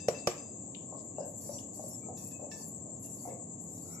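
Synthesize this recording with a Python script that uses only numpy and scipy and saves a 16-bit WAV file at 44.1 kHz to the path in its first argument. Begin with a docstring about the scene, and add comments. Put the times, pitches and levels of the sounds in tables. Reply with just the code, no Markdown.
"""In a kitchen, a hand-held steel vessel clanks twice against a steel bowl, and both ring on faintly.
Fingers then rub milk powder in six hissing strokes; it patters into the bowl and sets the steel singing.
Grazed metal ticks and rings among soft scuffs and faint thin whistles. Dull knocks come from
further off, over a steady low rumble, two chirping crickets and a distant insect chorus."""
import sys
import numpy as np
from scipy import signal
from scipy.fft import rfft, irfft, next_fast_len
from scipy.io import wavfile
from scipy.ndimage import uniform_filter1d, map_coordinates

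SR = 44100
rng = np.random.default_rng(int(sys.argv[2]) if len(sys.argv) > 2 else 0)


def materialize(psi):
    """Save the field psi as 16-bit PCM at rate SR to the path in sys.argv[1].

    A 1-D psi becomes a single channel; in a 2-D psi each row is a channel.
    """
    bounded = np.clip(np.atleast_2d(psi).T, -1, 1)
    quanta = np.round(bounded * 32767).astype(np.int16)
    wavfile.write(sys.argv[1], SR, quanta)


N = 176400

# The ringing modes of the vessel and of the bowl.
# Each row: pitch in Hz, relative level in dB, t60 in seconds, left over right in dB.
VESSEL_MODES = [(2656, -2.5, 0.57, 14), (3625, -17, 0.81, 16.5), (4790, -7.5, 0.53, 15),
                (4860, -12, 0.45, -8), (5010, -7, 0.47, -9), (5400, -28, 0.43, -8), (6060, -12, 0.94, 6.5),
                (6200, 0, 0.39, 13)]
BOWL_MODES = [(1755, -0.5, 0.31, -11.5), (2240, -13, 0.33, -1), (2620, -7, 0.29, 20),
              (2720, -10.5, 0.13, -26), (3490, -16, .28, 26), (3904, -8, 0.19, -0.5),
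              (4576, -0.5, 0.073, 3), (5090, -10.5, .18, -12), (5520, -4, 0.089, -6), (5885, -2, 0.042, 8)]


def amp(db):
    """Decibels to gain."""
    return 10 ** (np.asarray(db) / 20)


def unit(x):
    """Scale to rms 1."""
    return x / np.sqrt(np.mean(x ** 2) + 1e-20)


def along(points, hz):
    """Read a curve of (Hz, value) points on a log frequency axis."""
    freqs, values = np.transpose(points)
    return np.interp(np.log(hz + 1), np.log(freqs + 1), values)


def pan(db):
    """Stereo gains that put the left db above the right."""
    return amp(np.array([[db], [-db]]) / 2)


def wobble(rate, size=N):
    """A smooth random curve with rate knots a second."""
    knots = rng.standard_normal(int(size * rate / SR) + 4)
    return map_coordinates(knots, [np.arange(size) * rate / SR])


def filtered(x, response):
    """Shape x with a gain given as a function of Hz."""
    size = next_fast_len(N + SR // 4)
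    return irfft(rfft(x, size) * response(np.fft.rfftfreq(size, 1 / SR)), size)[..., :N]


def noise(spectrum, peaks=()):
    """Two unrelated channels of coloured noise with optional resonances, rms 1."""
    def colour(hz):
        peaks_db = sum(db / (1 + (2 * (hz - centre) / width) ** 2) for centre, width, db in peaks)
        return amp(along(spectrum, hz) + peaks_db)
    return unit(filtered(rng.standard_normal((2, N)), colour))


def patchy(x, depth_db=2.8):
    """Let the colour of a hiss shift from moment to moment."""
    spectra = signal.stft(x, nperseg=512)[2]
    patches = uniform_filter1d(rng.standard_normal(spectra.shape[1:]), size=5, axis=0)
    patches = unit(uniform_filter1d(patches, size=7, axis=1))
    return unit(signal.istft(spectra * amp(depth_db * patches), nperseg=512)[1][:, :N])


def fade(attack_s, t60_s):
    """One second of a struck envelope."""
    t = np.arange(SR) / SR
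    return (1 - np.exp(-t / attack_s)) * amp(-60 * t / t60_s)


def sine(hz):
    """One second of a sine."""
    return np.sin(2 * np.pi * hz * np.arange(SR) / SR)


def band(hz, octaves):
    """One second of stereo noise around a pitch."""
    freqs = np.fft.rfftfreq(SR, 1 / SR) + 1
    skirt = (1 + (np.log2(freqs / hz) / octaves) ** 2 / 4) ** 4
    return unit(irfft(rfft(rng.standard_normal((2, SR))) / skirt, SR))


def add(track, start, sound):
    """Mix a sound in at start seconds."""
    part = track[:, max(0, round(start * SR)):][:, :sound.shape[-1]]
    part += sound[..., :part.shape[1]]


def room(x, wet_db, alike=0):
    """Add the kitchen's reflections as a noise tail, wide at alike=0 and mono at 1."""
    # The kitchen's decay. Each row: frequency in Hz, t60 in seconds.
    decay = [(150, 0.24), (600, 0.53), (2500, 0.36), (5000, 0.29), (8000, 0.16), (13000, 0.33)]
    hz, t, spectra = signal.stft(rng.standard_normal((2, SR // 3)), SR, nperseg=256)
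    tail = signal.istft(spectra * amp(-60 * t / along(decay, hz)[:, None]), SR, nperseg=256)[1]
    turn = np.arccos(np.clip(alike, 0, 1)) / 2
    tail = np.cos(turn) * tail[0] + np.sin(turn) * tail[1] * np.array([[1], [-1]])
    x = np.atleast_2d(x)
    wet = signal.fftconvolve(x, tail / np.linalg.norm(tail[0]), axes=1)[:, :x.shape[1]]
    return x + amp(wet_db) * wet


def rumble(level_db=-47.5):
    """A steady low bed with room resonances, nearly mono around 100 Hz and wider above."""
    # The bed's colour. Each row: frequency in Hz, relative level in dB.
    colour = [(20, -27), (38, -17), (60, -13.5), (80, -4), (100, 4.5), (125, -0.5), (150, -4), (200, 1.5),
              (280, 2), (360, -6.5), (560, -9), (760, -12), (900, -23), (1120, -19), (1350, -44),
              (2000, -38.5), (5000, -55.5), (9000, -76), (14000, -48.5)]
    # Room resonances. Each row: centre in Hz, width in Hz, boost in dB.
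    resonances = [(127.8, 5.6, 9), (168.7, 8.2, 10), (206, 5.6, 1), (264, 23, -3)]
    # Stereo image. Each row: frequency in Hz, likeness of left and right from 0 to 1.
    likeness = [(40, 0.38), (100, 1), (280, 0.89), (630, 0.28), (1300, 0), (5000, 0.085)]

    def mid_side(hz):
        turn = np.arccos(np.clip(along(likeness, hz), -1, 1)) / 2
        return np.array([np.cos(turn), np.sin(turn)])
    mid, side = filtered(noise(colour, resonances), mid_side)
    return amp(level_db) * unit(np.array([mid + side, mid - side]))


def insect_chorus(level_db=-53):
    """Distant insects blur into a thin, steady hiss on the left."""
    # The chorus's colour. Each row: frequency in Hz, relative level in dB.
    colour = [(5600, -35), (6150, -50), (6400, -9.5), (6580, -1.5), (6900, -7.5), (7100, 3.5), (7380, 7),
              (7700, -4), (7870, 2), (8000, -27), (8200, -49), (9000, -98)]
    return amp(level_db) * pan(db=6) * noise(colour)


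def ring(modes, bright_db=0):
    """Long steel modes waver in level and phase as the metal moves; the higher ones are rougher."""
    waver_db, rough_rad = 2.2, 0.45
    t, out = np.arange(SR) / SR, np.zeros((2, SR))
    for hz, db, t60, side in modes:
        pitch_ratio = hz / VESSEL_MODES[0][0]
        level = amp(db + bright_db * np.log2(pitch_ratio) + waver_db * wobble(40, size=SR))
        phase = 2 * np.pi * hz * t + rough_rad * pitch_ratio * wobble(110, size=SR)
        out += pan(side) * level * np.sin(phase) * fade(0.0015, t60)
    return out


def touches():
    """Contacts so light that they only set the steel ringing."""
    # Each row: start in seconds, vessel level in dB, bowl level in dB, brightness in dB per octave.
    contacts = [(0.0, -54.5, -66, 1), (0.145, -48.5, -67.5, -4.5), (0.376, -60.5, -70, 5),
                (2.173, -85, -66, 8.5), (2.311, -93, -70, 10), (2.514, -69, -55.5, -4.5),
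                (3.04, -90, -74.5, 10), (3.29, -89, -70.5, 3)]
    out = np.zeros((2, N))
    for start, vessel_db, bowl_db, bright_db in contacts:
        add(out, start, amp(vessel_db) * ring(VESSEL_MODES, bright_db))
        add(out, start, amp(bowl_db) * ring(BOWL_MODES, bright_db))
    return out


def crickets():
    """Two crickets: each chirp is a few wing strokes, each a falling whistle, smeared by the walls."""
    # Each row: start of one chirp in seconds, chirps a second, wing strokes a second.
    rhythms = [(0.068, 10.26, 63), (0.069, 11.18, 67)]
    # Each row: a stroke's opening pitch in Hz, its fall in Hz, level in dB, left over right in dB.
    voices = [(7909, 650, -51, 7), (7416, 970, -55.5, 9)]
    strokes_per_chirp, slip_s, jitter_hz = 4, 0.003, 59.76
    t, out = np.arange(N) / SR, np.zeros((2, N))
    for (start, chirp_rate, stroke_rate), (hz, fall_hz, db, side) in zip(rhythms, voices):
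        chirp_time = (t - start + slip_s * wobble(12)) % (1 / chirp_rate)
        stroke = chirp_time * stroke_rate
        pitch = hz - fall_hz * (stroke % 1) + jitter_hz * wobble(70)
        pulses = np.sin(np.pi * stroke) ** 2 * (stroke < strokes_per_chirp)
        song = pulses * amp(1.3 * wobble(31.23)) * np.sin(2 * np.pi * np.cumsum(pitch) / SR)
        out += amp(db) * pan(side) * unit(room(song, wet_db=13))
    return out


def clanks():
    """Vessel hits bowl: a bright crack, the loaded bowl's thud and low push, then both ring on."""
    # Each row: start in seconds, thud, crack and ring levels in dB,
    # thud tilt in dB per octave away from its main mode, push level in dB.
    hits = [(0.083, -12, -21.5, -72, -13.5, -17.5), (0.2714, -16.5, -16.5, -59.5, 2, -18)]
    # The crack's colour. Each row: frequency in Hz, relative level in dB.
    crack_colour = [(300, 7), (1200, 6.5), (1700, -1), (2500, 7), (3300, -1), (4200, 0.5), (4800, 4),
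                    (6000, 7.5), (7500, -3.5), (8300, -4.5), (11500, -7), (14500, -12.5)]
    # The loaded bowl's damped low modes.
    # Each row: pitch in Hz, relative level in dB, t60 in seconds, left over right in dB.
    thud_modes = [(359, -12, 0.12, 1.5), (478, -7.5, 0.068, -5.5), (558, 7.5, 0.019, 0.5),
                  (693, -14, 0.12, 4), (1157, -8.5, 0.037, -8)]
    main_hz, thud_delay_s, thud_attack_s = thud_modes[2][0], 0.00213, 0.0016
    out = np.zeros((2, N))
    for start, thud_db, crack_db, ring_db, tilt_db, push_db in hits:
        crack = noise(crack_colour)[:, :SR] * fade(attack_s=0.0018, t60_s=0.025) * pan(db=3)
        add(out, start, amp(crack_db) * room(crack, wet_db=-5))
        add(out, start, amp(ring_db) * (ring(VESSEL_MODES) + ring(BOWL_MODES)))
        thud = np.zeros((2, SR))
        for hz, db, t60, side in thud_modes:
            level = amp(db + tilt_db * abs(np.log2(hz / main_hz)))
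            thud += pan(side) * level * sine(hz) * fade(thud_attack_s, t60)
        push = sine(hz=210) * fade(thud_attack_s, t60_s=0.016)
        body = -(amp(thud_db) * thud + amp(push_db) * push)
        add(out, start + thud_delay_s, room(body, wet_db=-13.5, alike=0.79))
    return out


def bright_ticks():
    """Grazing the rim gives a tiny, bright burst of noise; so does a clump of powder landing on the steel at
    2.515 s."""
    # Each row: start in seconds, level in dB, centre in Hz, width in octaves,
    # left over right in dB, room send in dB.
    ticks = [(0.186, -40.5, 4500, 0.26, -1, 1), (0.748, -35, 3260, 0.37, 11.5, -6),
             (1.586, -47.5, 3030, 0.22, 20, -5.5), (2.173, -52.5, 3640, 0.099, -13, -13),
             (2.515, -43.5, 4570, 0.45, -10, -1)]
    out = np.zeros((2, N))
    for start, db, hz, octaves, side, wet_db in ticks:
        tick = band(hz, octaves) * fade(attack_s=0.0015, t60_s=0.015)
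        add(out, start, amp(db) * pan(side) * room(tick, wet_db))
    return out


def soft_swells(flutter_db=3.3):
    """Uneven swells of narrow noise: handling scuffs, faint thin whistles and a lingering steel tone."""
    # Each row: start and length in seconds, level in dB, centre in Hz, width in octaves,
    # left over right in dB.
    swells = [(0.53, 0.1, -74.5, 8680, 0.016, -3), (0.879, 0.13, -56.5, 1084, 0.072, 1),
              (0.953, 0.077, -71, 4870, 0.46, 14), (1.175, 0.1, -70, 5120, 0.16, 8),
              (1.165, 0.15, -72.5, 1620, 0.1, 2), (1.133, 0.16, -75.5, 2740, 0.032, 13),
              (1.996, 0.092, -76, 2330, 0.057, 17.5), (2.012, 0.098, -63.5, 1260, 0.038, 2),
              (2.166, 0.35, -75.5, 2567, 0.011, 15), (3.027, 0.083, -74.5, 2760, 0.034, 7),
              (3.226, 0.16, -74, 2120, 0.12, 14), (3.842, .22, -64, 1334, 0.093, 3),
              (3.891, 0.3, -65.5, 2200, 0.11, 0)]
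    t, out = np.arange(SR) / SR, np.zeros((2, N))
    for start, length, db, hz, octaves, side in swells:
        swell = np.sin(np.pi * np.minimum(t / length, 1))
        level = amp(db + flutter_db * wobble(153.5, size=SR))
        add(out, start, level * swell * pan(side) * band(hz, octaves))
    return room(out, wet_db=-8)


def knocks(muffle_hz=1500):
    """Dull blows further off, two modes and a scuff each, heard largely through the room."""
    # Each row: start in seconds, level in dB, pitch in Hz, left over right in dB, room send in dB.
    blows = [(0.925, -36.5, 606, 4, 5), (1.184, -26.5, 600, 5, 2.5), (1.205, -40.5, 550, -7, 11),
             (1.493, -30, 566, 7, 1), (1.794, -32.5, 625, 3.5, 2), (1.84, -36.5, 574, 4, -3),
             (2.06, -42.5, 500, 0, 11), (2.086, -38, 736, 0, 4.5), (2.394, -42, 594, 3, 8.5),
             (2.42, -40, 580, 5.5, 9), (2.857, -43.5, 610, 14, 1), (3.252, -37.5, 700, 0, 10.5),
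             (3.275, -37, 518, 0.5, 10.5)]
    out = np.zeros((2, N))
    for start, db, hz, side, wet_db in blows:
        tone = sine(hz) + amp(-14) * sine(hz * 1.157)
        scuff = amp(-14) * band(hz, octaves=0.5)[0]
        blow = (tone + scuff) * fade(attack_s=0.0008, t60_s=0.03)
        add(out, start, amp(db) * pan(side) * room(blow, wet_db, alike=0.54))
    return filtered(out, lambda hz: 1 / (1 + (1j * hz / muffle_hz) ** 4))


def powder():
    """Rubbed powder hisses and crunches between the fingers, then patters on the steel in clumps."""
    # Finger rubs, a few to a stroke.
    # Each row: start, length and swell time in seconds, hiss level in dB, landing level in dB.
    rubs = [(0.99, 0.07, 0.082, -70.5, -79), (1.222, 0.085, 0.07, -61, -86), (1.328, 0.13, 0.061, -59, -72),
            (1.382, .115, 0.043, -53.5, -56), (1.477, 0.12, 0.015, -56.5, -53),
            (1.719, 0.056, 0.039, -55, -60), (1.77, 0.18, 0.052, -57.5, -60),
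            (1.843, 0.06, 0.074, -47.5, -63), (2.145, 0.098, 0.036, -57, -58.5),
            (2.216, 0.098, 0.03, -54.5, -64), (2.498, 0.13, 0.022, -65.5, -52.5),
            (2.546, 0.14, 0.031, -55.5, -72), (2.969, 0.03, 0.037, -60, -80), (3.0, 0.066, 0.05, -52, -69),
            (3.068, 0.21, 0.044, -56, -64.5), (3.587, 0.053, 0.039, -60, -78),
            (3.634, 0.29, .1, -60.5, -66), (3.81, 0.15, 0.076, -56, -60)]
    # Crumbs being crushed. Each row: start in seconds, level in dB.
    crumbs = [(1.045, -65.5), (1.43, -50), (1.755, -57), (1.893, -45.5), (2.167, -53), (2.685, -50),
              (3.046, -47), (3.232, -50), (3.262, -47), (3.93, -56)]
    # The colours of powder rubbed and powder landing. Each row: frequency in Hz, relative level in dB.
    rub_colour = [(3500, -10.5), (5200, -98), (7400, -15), (8200, -15), (8700, 23), (9100, 16), (9800, 27),
                  (11000, 21), (11600, 26.5), (12800, 15.5), (14300, 15.5)]
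    landing_colour = [(1000, 3.5), (2100, -75), (2800, -27), (4200, -50), (5000, -3.5), (5600, 5.5),
                      (6400, 7), (8000, 0.5), (10000, -16)]
    release_t60_s, grain_db, clump_db = 0.06, 3, 2
    t = np.arange(N) / SR
    rubbing, falling, crunch = np.zeros(N), np.zeros(N), np.zeros((1, N))
    for start, length, swell, hiss_db, land_db in rubs:
        rise = np.sin(np.pi / 2 * np.clip((t - start) / swell, 0, 1)) ** 2
        release = amp(-60 * np.maximum(t - start - length, 0) / release_t60_s)
        rubbing = np.maximum(rubbing, amp(hiss_db) * rise * release)
        falling = np.maximum(falling, amp(land_db) * rise * release)
    for start, db in crumbs:
        add(crunch, start, amp(db) * fade(attack_s=0.002, t60_s=0.05))
    grains = unit(amp(grain_db * wobble(rate=800) + clump_db * wobble(rate=120)))
    patter = falling * unit(grains * patchy(noise(landing_colour)) + singing_bowl())
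    hiss = np.hypot(rubbing, crunch) * grains * patchy(noise(rub_colour))
    return room(hiss + patter, wet_db=-2.5)


def singing_bowl(width_hz=85, wander_db=5):
    """Countless grains keep the bowl's modes ringing; each comes and goes as the landing spot shifts."""
    out = np.zeros((2, N))
    for hz, db, _, _ in BOWL_MODES:
        mode = filtered(rng.standard_normal((2, N)), lambda f: 1 / (1 + 2j * (f - hz) / width_hz) ** 2)
        tilt_db = 13.5 * np.log2(hz / BOWL_MODES[0][0])  # light grains favour the high modes
        out += mode * amp(db + tilt_db + wander_db * wobble(rate=20))
    return unit(out)


def scene():
    """Steel and powder up close, with knocks, insects and rumble behind."""
    steel = clanks() + touches() + bright_ticks()
    return steel + soft_swells() + powder() + knocks() + crickets() + rumble() + insect_chorus()


def record(dry):
    """Roll off the deepest bass and cut the very top."""
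    low_cut_hz, top_hz = 52, 14400
    return filtered(dry, lambda hz: (hz < top_hz) * (1j * hz / (low_cut_hz + 1j * hz)) ** 2)


dry = scene()
out = record(dry)
materialize(out)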